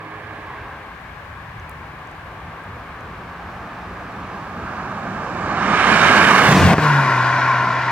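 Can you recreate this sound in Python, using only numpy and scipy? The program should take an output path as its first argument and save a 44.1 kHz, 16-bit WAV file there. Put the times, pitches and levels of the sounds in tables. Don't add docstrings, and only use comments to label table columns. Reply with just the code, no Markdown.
import sys
import numpy as np
from scipy import signal
from scipy.fft import rfft, irfft, next_fast_len
from scipy.io import wavfile
from scipy.ndimage import uniform_filter1d, minimum_filter1d, map_coordinates

SR = 44100
rng = np.random.default_rng(int(sys.argv[2]) if len(sys.argv) > 2 else 0)


def master_out(mix):
    frames = np.transpose(np.atleast_2d(mix))
    ceiling = np.clip(frames, -1, 1)
    pcm = np.round(ceiling * 32767).astype(np.int16)
    wavfile.write(sys.argv[1], SR, pcm)


N = 348831
PASS_S, SPEED_M_PER_S, NEAREST_M = 6.604, 26, 5.066
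# t/s, bearing (positive is left)
BEARING = [(0.0, -3), (0.33, -4.5), (1.08, 6), (2.24, 2.5), (2.35, 2.5), (5.99, -5.5), (6.47, -4),
           (6.65, 2), (7.9, 1)]


def amp(db):
    return 10 ** (np.asarray(db) / 20)


def unit(x):
    return x / np.sqrt(np.mean(x ** 2) + 1e-20)


def along(points, hz):
    f, v = np.transpose(points)
    return np.interp(np.log(hz + 1), np.log(f + 1), v)


def curves(rows, t):
    s, *cols = np.transpose(rows)
    return [np.interp(t, s, c) for c in cols]


def swell(t, at_s, width_s):
    return np.exp(-((t - at_s) / width_s) ** 2)


def wobble(rate):
    return map_coordinates(rng.standard_normal(int(N * rate / SR) + 4), [np.arange(N) * rate / SR])


def band(x, lo_hz, hi_hz):
    sos = signal.butter(2, [lo_hz, min(hi_hz, .48 * SR)], 'band', fs=SR, output='sos')
    return signal.sosfilt(sos, x)


def noise_pair(coherence, patchy_db, size=2048):
    hz, t, (a, b) = signal.stft(rng.standard_normal((2, N)), SR, nperseg=size, noverlap=size * 3 // 4)
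    turn = np.arccos(np.clip(along(coherence, hz), -1, 1))[:, None] / 2
    mid, side = np.cos(turn) * a, np.sin(turn) * b
    patches = uniform_filter1d(rng.standard_normal(a.shape), size=14, axis=0)
    patches = uniform_filter1d(patches, size=8, axis=1)
    return hz, t, np.array([mid + side, mid - side]) * amp(patchy_db * unit(patches))


def to_sound(z, size=2048):
    return signal.istft(z, SR, nperseg=size, noverlap=size * 3 // 4)[1][:, :N]


def distance(t):
    return np.hypot(SPEED_M_PER_S * (PASS_S - t), NEAREST_M)


def heading(t):
    return SPEED_M_PER_S * (PASS_S - t) / distance(t)


def doppler(t):
    return 1 / (1 + np.gradient(distance(t), t) / 343)


def open_air(t, air_db=-41, breeze_db=-40.5):
    # f/Hz, coherence
    diffuse = [(100, 1), (500, 0.94), (1200, 0.13), (2400, .1), (6000, .05)]
    # f/Hz, relative level/dB
    bed = [(15, -42), (28, -21), (60, -6), (110, -6), (160, -9), (230, -12.5), (400, -21.5), (1100, -9),
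           (2300, -14.5), (3200, -23), (5000, -33.5), (8000, -40), (16000, -43)]
    hz, frame_t, noise = noise_pair(diffuse, patchy_db=0)
    calm_db = along([(150, -12), (500, -2)], hz[:, None]) * np.clip(1 - frame_t / 0.37, 0, 1)
    air = unit(to_sound(noise * amp(along(bed, hz)[:, None] + calm_db)))
    rumble = unit(band(rng.standard_normal(N), 55, 114) * amp(2.2 * wobble(12)))
    strength = np.interp(t, [0, .7, 6.6, 7.2], [.1, .94, .9, .2])
    return amp(air_db) * air + amp(breeze_db) * strength * rumble


def exhaust(t, firing_hz, db, orders, flutter_db, jitter, rasp=0.087):
    churn = 1 + 1.25 * swell(t, PASS_S, .22)
    phase = 2 * np.pi * np.cumsum(firing_hz * (1 + jitter * churn * wobble(40))) / SR
    note = np.zeros(N)
    for order, level_db in orders:
        gain = amp(level_db + flutter_db * churn * wobble(22))
        note += gain * np.sin(order * phase + rng.uniform(0, 2 * np.pi))
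    puffs = unit(band(rng.standard_normal(N), 130, 990) * (1 + np.cos(phase)) ** 2)
    return amp(db) * (np.sqrt(2) * note + rasp * puffs)


def earlier_engine(t):
    # t/s, firing rate/Hz, level/dB
    drone = [(0, 105.8, -45.5), (.35, 105, -48.5), (.75, 103.4, -53), (1.1, 102, -71)]
    # multiple of the firing rate, relative level/dB
    cruising = [(1, -0.5), (1.5, -3), (2, -13), (3, -1.5), (4, -2.5)]
    firing_hz, db = curves(drone, t)
    return exhaust(t, firing_hz, db, cruising, flutter_db=0.5, jitter=0.0034)


def earlier_fade(t, start_s=0.55, length_s=0.79):
    return np.clip(1 - (t - start_s) / length_s, 0, 1)


def tyre_colour(hz, t, whine_hz=1115, whine_width_hz=32):
    # f/Hz, relative level/dB
    distant = [(30, -20), (100, -6.5), (250, -4), (550, -3.5), (850, 1), (1080, 5), (1250, -2.5), (1700, 2),
               (1950, -7.5), (2300, -9), (3000, -23), (4500, -32), (8000, -54)]
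    ahead = [(30, -29), (110, -4), (180, 2), (300, -3.5), (540, -7), (680, -3), (1200, -2), (1650, -5),
             (2000, -16.5), (2400, -15), (3000, -23.5), (6000, -29.5), (8000, -33), (14000, -63)]
    near = [(30, -32), (90, -9), (200, -1), (330, -5), (560, -6), (700, -2.5), (1250, 1), (1650, 2),
            (1950, -7), (2400, -4.5), (3400, -13.5), (5000, -20), (7500, -26.5), (15000, -38.5)]
    abreast = [(30, -30), (90, 2.5), (170, 9), (320, -0.5), (550, -3.5), (740, -4.5), (1000, -0.5),
               (1500, -4.5), (2000, -7.5), (2500, -10), (4000, -18.5), (7000, -25), (12000, -35),
               (16000, -34)]
    behind = [(30, -41), (90, -13.5), (170, -12), (280, -15), (480, -17), (680, -7), (1050, 1.5),
              (1500, -2.5), (2300, -10), (3200, -22), (5500, -27.5), (8000, -37), (12000, -40.5),
              (16000, -43)]
    # f/Hz, level/dB at depth 1
    tread = [(760, 0.5), (880, -6), (1020, 3), (1130, 4), (1230, -1.5), (1330, -13.5), (1460, 4.5),
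             (1620, 2), (1800, 0.5), (2050, 1), (2250, -1.5), (2480, -1), (2900, -3)]
    views = [distant, distant, ahead, ahead, near, near, abreast, abreast, behind]
    times = [0, 1.5, 4.7, 5.4, 5.8, 6.4, 6.54, 6.7, 6.86]
    spectra = np.transpose([along(view, hz) for view in views])
    colour_db = np.array([np.interp(t, times, row) for row in spectra])
    ring_ahead, ring_behind, ring_earlier = 0.28, 1.13, .5
    depth = ring_ahead + (ring_behind - ring_ahead) * np.minimum(heading(t), 0) ** 2
    depth += (ring_earlier - ring_ahead) * earlier_fade(t)
    emitted_hz = hz[:, None] / doppler(t)
    facing = np.interp(t, [1, 3.5, 5.3, PASS_S], [.3, 0.96, 0.8, 0.22])
    whine_db = 3 * facing * np.exp(-((emitted_hz - whine_hz) / whine_width_hz) ** 2)
    return amp(colour_db + depth * along(tread, emitted_hz) + whine_db)


def tyre_levels(t, grass_m=24.7, grass_edge_m=5.2):
    # level at 10 m/dB, loss per doubling/dB, gain ahead/dB, gain behind/dB,
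    # loss through grass/dB, earlier car's level/dB
    layers = [(-18, 8, 0.04, 0.5, 0.5, -44.5), (-12.5, 6, 3.5, 7, 9, -37), (-24, 6, 0.5, -1, 16.5, -57.5)]
    # t/s, width/s, body/dB, roar/dB, hiss/dB
    surges = [(3.65, .25, 0, 1.3, .5), (4.8, .14, 0, 4.5, 1.5), (5.7, 0.39, 2.5, 1, 0.5),
              (6.28, .17, -1.5, 2, 0), (6.53, 0.047, 2, 1.5, 3.5), (7.36, 0.23, 1, 3.5, 1.5)]
    doublings, aim = np.log2(distance(t) / 10), heading(t)
    hidden = (1 + np.tanh((aim * distance(t) - grass_m) / grass_edge_m)) / 2
    lifts = sum(np.outer(dbs, swell(t, s, width)) for s, width, *dbs in surges)
    levels = []
    for (db, spread_db, ahead_db, behind_db, grass_db, earlier_db), lift_db in zip(layers, lifts):
        beam_db = np.where(aim > 0, ahead_db, behind_db) * aim ** 2
        car = amp(db - spread_db * doublings + beam_db - grass_db * hidden + lift_db)
        levels.append(20 * np.log10(np.hypot(car, amp(earlier_db) * earlier_fade(t))))
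    return levels


def treble_comb(f, t, ahead_ms=1.337, behind_ms=2.08):
    close = np.clip(28 / distance(t), 0, 1) ** 2
    depth = 0.34 * close * along([(1500, 0.051), (2600, 0.91), (5000, 0.99), (10000, 0.41)], f)
    delay_s = np.interp(heading(t), [-.8, .7], [behind_ms, ahead_ms]) / 1000
    return np.abs(1 + depth * np.exp(-2j * np.pi * f * delay_s))


def microphone_pair(f, t):
    bearing, = curves(BEARING, t)
    shade = along([(150, 0.069), (500, 0.58), (1200, 1.22), (3500, 1.26), (8000, 1.84), (14000, 1.6)], f)
    lag_scale = along([(150, 1.6), (500, 1), (1200, .55), (2400, .85), (4000, .9), (8000, 1)], f)
    lag_s = .000095 * np.tanh(bearing / 3) * lag_scale
    left = amp(bearing * shade / 2) * np.exp(1j * np.pi * f * lag_s)
    colour_db = along([(100, 0.1), (400, -.5), (1200, -0.4), (2500, -0.63), (4500, 0.9), (8000, 2.5)], f)
    return amp(colour_db) * np.array([left, 1 / left])


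def tyres():
    # f/Hz, coherence
    direct = [(40, .93), (110, .982), (500, .98), (1200, .96), (2400, .87), (4200, .68), (7000, .45),
              (12000, .4)]
    hz, t, noise = noise_pair(direct, patchy_db=1.04)
    f = hz[:, None]
    absorbed_db = 0.5 * np.minimum(distance(t), 28) * np.minimum(f / 10000, 1.25) ** 2
    gain = tyre_colour(hz, t) * treble_comb(f, t) * amp(-absorbed_db)
    bands_hz = [(230, 650), (700, 2200), (3000, 9000)]
    powers = [np.sum(gain[(hz > lo) & (hz < hi)] ** 2, axis=0) / len(hz) for lo, hi in bands_hz]
    body_db, roar_db, hiss_db = np.array(tyre_levels(t)) - 10 * np.log10(powers)
    low, high = along([(520, 1), (850, 0.3)], f), along([(1800, 0), (3200, 0.75)], f)
    gain *= amp(low * body_db + (1 - low - high) * roar_db + high * hiss_db)
    return to_sound(noise * gain * microphone_pair(f, t))


def engine(t, tailpipe_db=11.5, boom_db=10.5):
    # t/s, firing rate/Hz
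    revs = [(1.9, 141.4), (4, 167.3), (5.6, 184.6), (6.5, 194), (6.72, 178.7), (6.79, 163.8), (7.2, 133.7),
            (7.35, 136.9), (7.91, 134.9)]
    # multiple of the firing rate, relative level/dB
    pulling = [(.5, -35), (1, -1), (1.5, -23.5), (2, -19.5), (2.5, -23), (3, -19.5)]
    boom_s, attack_s, hold_s, release_s = 6.383, 0.31, 0.34, 0.48
    since = t - boom_s
    boom = np.clip(since / attack_s, 0, 1) * np.exp(-np.maximum(since - attack_s - hold_s, 0) / release_s)
    front_db = -28 - 6 * np.log2(distance(t) / 10)
    db = front_db + tailpipe_db * (1 - heading(t)) / 2 + boom_db * boom
    firing_hz, = curves(revs, t)
    note = exhaust(t, firing_hz * doppler(t), db, pulling, flutter_db=1.7, jitter=0.0065)
    return (1 - earlier_fade(t)) * note


def ticks(decay_s=.004):
    # t/s, peak level/dB, centre f/Hz, bandwidth/Hz
    snaps = [(1.598, -43, 6400, 700), (1.6955, -27.5, 11000, 8000), (1.7145, -40, 10000, 6000),
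             (2.073, -44, 6500, 2500), (2.114, -43, 7000, 3500), (2.639, -43, 9000, 3000),
             (3.008, -45, 6500, 2000)]
    out, t = np.zeros(N), np.arange(SR // 30) / SR
    for s, db, hz, width in snaps:
        snap = (t == 0) + .15 * rng.standard_normal(len(t)) * amp(-60 * t / decay_s)
        tick = band(snap, hz - width / 2, hz + width / 2)
        out[round(s * SR):][:len(t)] += amp(db) * tick / np.abs(tick).max()
    return out


def wake(t, at_s=6.648, width_s=0.046, hz=90, db=-1.5, buffet=0.31):
    boom = np.sin(2 * np.pi * hz * (t - at_s))
    eddies = unit(band(rng.standard_normal((2, N)), 55, 180))
    return amp(db) * swell(t, at_s, width_s) * (boom + buffet * eddies)


def blare(t, at_s=6.72, width_s=0.053, db=-7):
    return amp(db) * swell(t, at_s, width_s) * unit(band(rng.standard_normal(N), 640, 790))


def cracks(push_s=0.0016, rasp=0.37):
    # t/s, gain/dB, rasp's 60 dB decay/s
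    bangs = [(6.7338, 9.5, 0.015), (6.7407, 18, 0.036), (6.782, 16.5, 0.026), (6.7921, 10, 0.027)]
    out, t = np.zeros(N), np.arange(SR // 8) / SR
    push = (1 - t / push_s) * np.exp(-t / push_s)
    for s, db, decay_s in bangs:
        burst = unit(band(rng.standard_normal(len(t)), 370, 1500)) * amp(-60 * t / decay_s)
        out[round(s * SR):][:len(t)] += amp(db) * band(push + rasp * burst, 60, 2000)
    return out


def gain_control(x, hold_db=-10, attack_s=0.04, release_db_per_s=8):
    keep = np.exp(-1 / (attack_s * SR))
    power = signal.lfilter([1 - keep], [1, -keep], np.mean(x ** 2, axis=0))
    over_db = 10 * np.log10(np.maximum(power / amp(hold_db) ** 2, 1))
    recovery = release_db_per_s * np.arange(N) / SR
    return x * amp(recovery - np.maximum.accumulate(over_db + recovery))


def limiter(x, release_db_per_s=95):
    over_db = 20 * np.log10(np.maximum(np.abs(x).max(axis=0), 1))
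    recovery = release_db_per_s * np.arange(N) / SR
    cut_db = np.maximum.accumulate(over_db + recovery) - recovery
    return x * amp(uniform_filter1d(minimum_filter1d(-cut_db, size=32), size=32))


def scene():
    t = np.arange(N) / SR
    bearing, = curves(BEARING, t)
    lean = amp(0.09 * np.array([bearing, -bearing]))
    earlier = earlier_engine(t)
    road_and_air = tyres() + open_air(t)
    exhausts = earlier + engine(t) + blare(t) + cracks()
    return road_and_air + lean * exhausts + wake(t) + ticks()


def record(dry, top_hz=15900):
    levelled = limiter(gain_control(dry))
    size = next_fast_len(N + SR // 2)
    passband = np.fft.rfftfreq(size, 1 / SR) < top_hz
    return irfft(rfft(levelled, size) * passband, size)[:, :N]


dry = scene()
out = record(dry)
master_out(out)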